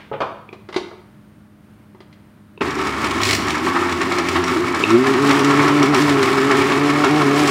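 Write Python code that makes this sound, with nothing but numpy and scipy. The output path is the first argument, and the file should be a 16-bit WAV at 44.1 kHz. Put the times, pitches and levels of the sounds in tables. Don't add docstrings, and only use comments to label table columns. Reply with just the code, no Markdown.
import sys
import numpy as np
from scipy import signal
from scipy.fft import rfft, irfft, next_fast_len
from scipy.io import wavfile
from scipy.ndimage import uniform_filter1d, map_coordinates

SR = 44100
rng = np.random.default_rng(int(sys.argv[2]) if len(sys.argv) > 2 else 0)


def master(y):
    cut = np.clip(np.atleast_2d(y).T, -1, 1)
    pcm = np.round(cut * 32767)
    wavfile.write(sys.argv[1], SR, pcm.astype(np.int16))


def to_linear_factor(level_db):
    exponent = np.asarray(level_db, float) / 20
    return 10 ** exponent


N = 330750
T = np.arange(N) / SR
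GEAR_S = 4.87
JAM_S = 3.211

# (time [s], roar level [dB], spatter level [dB])
GRIND = [(2.609, -18.5, -37), (2.65, -24, -38.5), (3.1, -22, -33), (3.7, -22.5, -33), (4.5, -23.5, -34),
         (5.33, -16.5, -30), (7.25, -18.5, -30), (7.5, -17.5, -26.5)]
# (frequency [Hz], density [dB per Hz])
ROAR_SPECTRUM = [(24, -59), (40, -29), (103, -4.5), (193, -8), (264, 2), (377, 4), (506, -12.5), (1300, -2),
                 (1500, -11.5), (2240, -14), (2820, -17), (6000, -32.5), (13200, -120)]
# (frequency [Hz], density [dB per Hz])
SPATTER_SPECTRUM = [(1470, -13.5), (2500, -3), (5520, -8.5), (6200, -12), (7250, -11), (12800, -25),
                    (14900, -26), (16000, -31)]
# (centre [Hz], width [Hz], boost [dB])
JAR_RESONANCES = [(381.7, 17, 5), (1104, 39, 5), (1322, 10, 6), (1808, 310, 6.5), (2232, 134, 7.5),
                  (5200, 110, 3.5)]
# (time [s], crack level [dB], knock level [dB], shaft speed loss [Hz])
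GRISTLE = [(2.786, -27, -13, 3.2), (2.87, -22, -11, 2.9), (3.044, -19.5, -5, 4.2), (3.109, -19, -8.5, 1.9),
           (3.208, -31, -5, 2.4), (3.483, -19, -6.5, 1.86), (3.505, -16, -32, 2.2), (3.553, -23, -10, 2.73),
           (3.671, -32, -4, 1.9), (3.7645, -32, -1.5, 2.05), (3.831, -31, -3.5, 1.64), (3.895, -25, -3, 2),
           (3.9251, -19, -24, 1.45), (4.017, -22, -3.5, 2.77), (4.1212, -18.5, -4, 1.98),
           (4.185, -15, -5, 3.6), (4.287, -15.5, -17, 2.3), (4.364, -22, 2, 1.9), (4.44, -18, -7.5, 2.8),
           (4.48, -20, -6.5, 0.82), (4.7467, -20, -5, 4.8), (4.904, -19.5, -6, 2.5),
           (5.069, -18, -4.5, 2.4), (5.137, -20, -6, 17.7), (5.2937, -21.5, -4, 3.44),
           (5.311, -16, -2, 1.33), (5.393, -16.5, -26, 7.4), (5.446, -14.5, -11, 1.8),
           (5.508, -20, -1, 4.2), (5.6014, -30, -1, 2.1), (5.6814, -17.5, -6, 1.56),
           (5.8288, -14, -5, 15.3), (5.946, -12.5, 0, 23), (6.022, -18, -19, 1.53), (6.229, -13, -4, 3.7),
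           (6.382, -24, -5, 7.5), (6.514, -15.5, 3, 9.3), (6.62, -23, -0.5, 6.6), (6.7209, -22, -4, 6.3),
           (6.901, -18, -1.5, 1.6), (7.045, -17.5, -1, 19.6), (7.2191, -21, -2.5, 1.9), (7.475, -11, -7, 4)]
# (time [s], crack level [dB])
JAM_BLOWS = [(3.206, -35), (3.216, -19), (3.233, -12), (3.252, -15), (3.274, -20), (3.289, -13.5),
             (3.309, -10.5), (3.331, -11), (3.349, -14)]


def unit(x):
    return x / np.sqrt(np.mean(x ** 2) + 1e-20)


def along(points, hz):
    f, v = np.transpose(points)
    return np.interp(np.log(hz + 1), np.log(f + 1), v)


def curves(rows):
    s, *columns = np.transpose(rows)
    lasts = 1. * ((T > s[0]) & (T <= s[-1]))
    gate = uniform_filter1d(lasts, size=300)
    return [np.interp(T, s, column) for column in columns] + [gate]


def wobble(rate):
    knots = rng.standard_normal(int(N * rate / SR) + 4)
    return map_coordinates(knots, [T * rate])


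def filtered(x, response):
    m = next_fast_len(N + 8192)
    return irfft(rfft(x, m) * response(np.fft.rfftfreq(m, 1 / SR)), m)[:N]


def coloured(x, spectrum, modes=()):
    def response(f):
        bumps_db = sum(db / (1 + (2 * (f - centre) / width) ** 2) for centre, width, db in modes)
        return to_linear_factor(along(spectrum, f) + bumps_db)
    return unit(filtered(x, response))


def band(x, lo_hz, hi_hz):
    sos = signal.butter(3, [lo_hz, min(hi_hz, SR * .49)], "band", fs=SR, output="sos")
    return signal.sosfilt(sos, x) * np.sqrt(SR / 2 / (hi_hz - lo_hz))


def swells(times, levels_db, t60, rise=0.00064):
    strikes = np.zeros(N)
    strikes[np.round(np.asarray(times) * SR).astype(int)] = to_linear_factor(levels_db)
    t = T[:SR // 4]
    envelope = to_linear_factor(-60 * t / t60) * (1 - np.exp(-t / rise))
    return signal.fftconvolve(strikes, envelope)[:N]


def bursts(times, levels_db, t60):
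    first = swells(times, levels_db - 2.0, t60=0.0002, rise=.00002)
    return first + swells(times, levels_db, t60) * rng.standard_normal(N)


def ring(hz, db, t60, attack=0.00087):
    t = T[:SR // 2]
    return to_linear_factor(db - 60 * t / t60) * np.sin(2 * np.pi * hz * t) * (1 - np.exp(-t / attack))


def struck(events, modes, rattle_t60, rattle_hz, tick_t60, tick_hz, treble_db):
    rings = np.zeros(N + SR)
    for s, db, tick_db, _ in events:
        for hz, mode_db, t60 in modes:
            strength_db = db + mode_db + tick_db * (hz > 1650) + rng.normal(0, 1.9)
            rings[round(s * SR):][:SR // 2] += ring(hz, strength_db, t60, attack=0.00057)
    s, db, tick_db, rattle_db = np.transpose(events)
    rattle = band(bursts(s, db + rattle_db, rattle_t60), rattle_hz, 1300)
    ticks = band(bursts(s, db + tick_db, tick_t60), 1070, tick_hz)
    treble = band(bursts(s, db + tick_db, tick_t60), tick_hz, 10600)
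    return rings[:N] + rattle + ticks + to_linear_factor(treble_db) * treble


def background():
    # (frequency [Hz], rms level before a slight wobble [dB])
    hum_tones = [(208.7, -51.5), (103, -58), (305, -60), (604, -66.5)]
    # (frequency [Hz], density [dB per Hz])
    air_spectrum = [(18, -62), (30, -20), (75, -15.5), (93, -9.5), (200, -12.5), (273, -16), (311, -17),
                    (473, -27), (620, -29), (1430, -30), (5900, -50), (8200, -52), (8900, -44.5),
                    (9600, -50), (16000, -51)]
    # (level at the start [dB], t60 [s])
    earlier_clatter = (-42.5, 0.53)
    hum = sum(to_linear_factor(db + 0.45 * wobble(16.0)) * np.sqrt(2) * np.sin(2 * np.pi * hz * T) for hz, db in hum_tones)
    start_db, t60 = earlier_clatter
    fading = to_linear_factor(start_db - 60 * T / t60) * band(rng.standard_normal(N), 300, 2900)
    air_db = -48.5 + 0.6 * wobble(6.5)
    return hum + fading + to_linear_factor(air_db) * coloured(rng.standard_normal(N), air_spectrum)


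def dish_clatter():
    # (time [s], ring level [dB], tick over ring [dB], rattle over ring [dB])
    contacts = [(.115, -27.5, -36, -3.5), (.135, -30.5, -30, 3.5), (.204, -26, -4, 6), (.216, -27, -7, 4.5)]
    # (frequency [Hz], relative level [dB], t60 [s])
    dish_modes = [(139, -8, 0.36), (438, 6, 0.043), (545, 4, 0.17), (668, 1, .08), (843, 2, 0.11),
                  (1270, -5.5, 0.16), (2417, -7, .1), (3206, -4, 0.18)]
    # (time [s], level [dB], t60 [s], rise [s])
    scrape = (.126, -28, .1, .012)
    clatter = struck(contacts, dish_modes, rattle_t60=0.15, rattle_hz=316, tick_t60=0.092, tick_hz=3850, treble_db=-34)
    s, *shape = scrape
    return clatter + band(swells([s], *shape) * rng.standard_normal(N), 2000, 3300)


def kitchen(x):
    # (frequency [Hz], t60 [s])
    decay_times = [(200, 0.49), (1000, 0.64), (4000, 0.55), (12000, 0.48)]
    hz, t, z = signal.stft(rng.standard_normal(SR * 3 // 4), SR, nperseg=256)
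    decay = to_linear_factor(-60 * t / along(decay_times, hz)[:, None])
    tail = signal.istft(z * decay, SR, nperseg=256)[1]
    delayed = np.pad(x, (250, 0))
    return signal.fftconvolve(delayed, tail / np.linalg.norm(tail))[:N]


def switch():
    # (time [s], snap level [dB], snap frequency [Hz], thump over snap [dB])
    snaps = [(0.49, -17.5, 2410, -15), (0.528, -18.5, 2400, -13), (2.576, -21.5, 2650, -7.5),
             (2.609, -5, 2670, -5.5), (2.616, -7, 2540, -6), (4.838, 9.5, 2640, -20)]
    out = np.zeros(N + SR)
    for s, db, hz, thump_db in snaps:
        snap = ring(hz, db, 0.011, attack=0.0019) + ring(1.4 * hz, db - 16, 0.015, attack=0.0022)
        thump = ring(403, db + thump_db, 0.041) + ring(960, db + thump_db - 3, 0.019)
        out[round(s * SR):][:SR // 2] += snap + thump
    s, db, _, thump_db = np.transpose(snaps)
    tick = band(bursts(s, db + thump_db - 29, 0.067), 1400, 4800)
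    return out[:N] + tick


def lid_contacts():
    # (time [s], ring level [dB], tick over ring [dB], rattle over ring [dB])
    contacts = [(.528, -38.5, -5.5, 1), (.688, -36, -5, 2), (.726, -39.5, 2, 6), (.742, -40, 5, 8),
                (.762, -16.5, -6.5, -5.5), (.912, -44, -17, 8), (1.947, -41.5, -21, -5),
                (2.004, -46, -1.5, 1), (2.127, -64, 13.5, -8)]
    # (frequency [Hz], relative level [dB], t60 [s])
    lid_modes = [(362, 6.5, 0.09), (540, -6.5, 0.043), (1290, -10, 0.037), (2050, 7.5, 0.033),
                 (3270, -1, .02), (4800, -1, 0.013)]
    return struck(contacts, lid_modes, rattle_t60=0.099, rattle_hz=402, tick_t60=0.098, tick_hz=4440, treble_db=-22)


def blender():
    tones, turn = motor(unsteady_low=0.3, unsteady_high=0.08)
    spray = swells(*np.transpose(JAM_BLOWS), t60=0.11, rise=0.0059)
    return tones + jam_hum() + jam_fizz(spray) + churning(turn, spray)


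def churning(turn, spray):
    paste_smooths = 0.23
    jam_spatter_db = -11
    roar_db, spatter_db, on = curves(GRIND)
    lumps = wobble(22)
    throb = 1 + 0.067 * turn
    surge = to_linear_factor(0.83 * lumps + 1.17 * wobble(70))
    roar = coloured(throb * surge * rng.standard_normal(N), ROAR_SPECTRUM, JAR_RESONANCES)
    roar = roar - paste_smooths * (T > GEAR_S) * filtered(roar, lambda hz: hz < 480)
    drops = to_linear_factor(2.1 * lumps + 1.2 * wobble(170) + 1.8 * wobble(900))
    spatter = coloured(throb * drops * rng.standard_normal(N), SPATTER_SPECTRUM, JAR_RESONANCES)
    spatter_gain = to_linear_factor(spatter_db) + to_linear_factor(jam_spatter_db) * spray
    return on * (to_linear_factor(roar_db) * roar + spatter_gain * spatter)


def motor(unsteady_low, unsteady_high):
    # (time [s], shaft speed before braking [Hz], shake [dB])
    shaft = [(2.62, 73.3, -6.5), (3.29, 72.97, -6.5), (3.41, 69.7, -5), (3.68, 89, -0.5), (3.9, 88, -1),
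             (4.1, 88.8, 0), (4.45, 88.96, 2), (4.6, 86.1, 0), (4.7, 88.3, -2.5), (4.84, 85.6, -8),
             (4.88, 108.7, 2.5), (4.93, 114.7, 2), (5.05, 134.9, -5), (5.22, 141.1, -2), (5.75, 145.9, 0),
             (6.05, 148.2, -1.5), (6.15, 139, 1), (6.25, 133.3, -6.5), (6.46, 139.8, -2),
             (6.75, 142.6, -2.5), (7.02, 147.8, -1), (7.18, 151.6, 1.5), (7.28, 138.4, 0),
             (7.42, 149.1, -1), (7.5, 139, -0.5)]
    # (multiple, low gear level [dB], high gear level [dB],
    # growth in high gear as the meat turns to paste [dB per s])
    shaft_orders = [(1, -4.5, -0.5, -1.4), (2, -16, 4.5, -2), (3, -11.5, 3.5, 0.18), (4, -12.5, -10.5, 2.5),
                    (5, -24, -4, 2.5)]
    # (frequency [Hz], relative level [dB])
    housing = [(70, -28.5), (90, -33.5), (132, -29), (147, -22), (215, -21.5), (262, -21), (280, -20.5),
               (296, -16), (350, -12.5), (400, -18.5), (445, -33.5), (530, -42), (590, -26.5), (660, -47),
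               (750, -28)]
    brake_lag_s, brake_s = 0.028, .024
    brake_damps_db_per_hz = 0.17
    hz, shake_db, gate = curves(shaft)
    brake_hz = sum(loss_hz * np.exp(-((T - s - brake_lag_s) / brake_s) ** 2) for s, _, _, loss_hz in GRISTLE)
    hz = hz - brake_hz
    shake_db = shake_db - brake_damps_db_per_hz * brake_hz
    high = np.clip((T - GEAR_S) / 0.071, 0, 1)
    unsteady = unsteady_low + (unsteady_high - unsteady_low) * high
    angle = 2 * np.pi * np.cumsum(hz) / SR + unsteady * wobble(40)
    tones = np.zeros(N)
    for multiple, low_db, high_db, growth in shaft_orders:
        gear_db = low_db + high * (high_db - low_db + growth * (T - GEAR_S))
        flutter_db = (2.5 - 0.87 * high) * wobble(18)
        level = to_linear_factor(along(housing, multiple * hz) + gear_db + flutter_db)
        tones += level * np.sin(multiple * angle + rng.uniform(0, 2 * np.pi))
    return np.sqrt(2) * gate * to_linear_factor(shake_db) * tones, gate * np.cos(angle)


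def chops():
    # (frequency [Hz], relative level [dB], t60 [s])
    clack_modes = [(1100, -15, 0.022), (1930, -12, 0.019), (2300, -25, 0.0097), (2975, -26, 0.018),
                   (4080, 0, 0.0085), (5640, -4, 0.016), (7000, -10, 0.012)]
    zone_edges = [500, 1000, 1230, 1500, 2000, 2600, 6000]
    scraps_per_s, scrap_crack_db, scrap_knock_db, scrap_spread_db = 22, -24, -10, 9.5
    jam_knock_db, jam_frees_db_per_s = -41, 43
    clack_db, clack_spread_db = -7.5, 9.5
    zone_spread_db = 3

    start, end = GRIND[0][0], GRIND[-1][0]
    draw = rng.standard_normal((200, 3))
    when = start + np.cumsum(np.abs(draw[:, 0]) + .5) / 1.3 / scraps_per_s
    weaker_db = scrap_spread_db * np.abs(draw[:, 1:])
    scraps = np.c_[when, scrap_crack_db - weaker_db[:, 0], scrap_knock_db - weaker_db[:, 1]]
    scraps = scraps[when < end - .01]
    rattle = [(s, db, jam_knock_db - jam_frees_db_per_s * (s - JAM_S)) for s, db in JAM_BLOWS]
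    s, crack_db, knock_db = np.vstack([scraps, rattle, np.array(GRISTLE)[:, :3]]).T

    dulled_jar = JAR_RESONANCES + [(13000, 7600, -7)]
    bright = coloured(rng.standard_normal(N), SPATTER_SPECTRUM, dulled_jar)
    crack = swells(s - .001, crack_db, t60=0.039, rise=0.0012) * bright

    churn = unit(band(coloured(rng.standard_normal(N), ROAR_SPECTRUM, JAR_RESONANCES), 610, 5200))
    favours = zone_spread_db * rng.standard_normal((len(s), len(zone_edges) - 1))
    knock = np.zeros(N)
    for lo, hi, db in zip(zone_edges, zone_edges[1:], favours.T):
        zone = filtered(churn, lambda hz: (hz > lo) & (hz <= hi))
        knock += swells(s - .011, knock_db + db, t60=0.075, rise=0.024) * zone

    clack = np.zeros(N)
    for hz, db, t60 in clack_modes:
        blows = np.zeros(N)
        favour_db = clack_spread_db * np.clip(rng.standard_normal(len(s)), -2, 1.5)
        blows[np.round(s * SR).astype(int)] = to_linear_factor(crack_db + clack_db + favour_db)
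        clack += signal.fftconvolve(blows, ring(hz, db, t60, attack=0.00066)[:SR // 10])[:N]
    return crack + knock + clack


def jam_hum():
    jam_long_s, hum_spread_s, hum_db = .155, 0.18, -29
    strain = np.exp(-((T - JAM_S - jam_long_s / 2) / hum_spread_s) ** 2)
    return np.sqrt(2) * strain * to_linear_factor(hum_db) * np.sin(2 * np.pi * 100 * T)


def jam_fizz(spray):
    grains = to_linear_factor(2.7 * wobble(780)) * rng.standard_normal(N)
    return np.sqrt(np.abs(spray)) * to_linear_factor(-33) * unit(band(grains, 7600, 16000))


def scene():
    lid, dish = lid_contacts(), dish_clatter()
    hits, key = chops(), switch()
    wet = to_linear_factor(-6) * kitchen(lid) + to_linear_factor(-5) * kitchen(dish)
    wet += to_linear_factor(-5.5) * kitchen(hits) + to_linear_factor(-8) * kitchen(key)
    return (lid + dish + hits + key + wet + blender() + background())[None]


def top_cut(x):
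    return signal.sosfilt(signal.butter(12, 16360, fs=SR, output="sos"), x)


def record(dry):
    sos = signal.butter(2, 45, "high", fs=SR, output="sos")
    picked_up = signal.sosfilt(sos, dry[0])
    heard = filtered(picked_up, lambda hz: hz < 15850)
    return top_cut(heard[None])


dry = scene()
out = record(dry)
master(out)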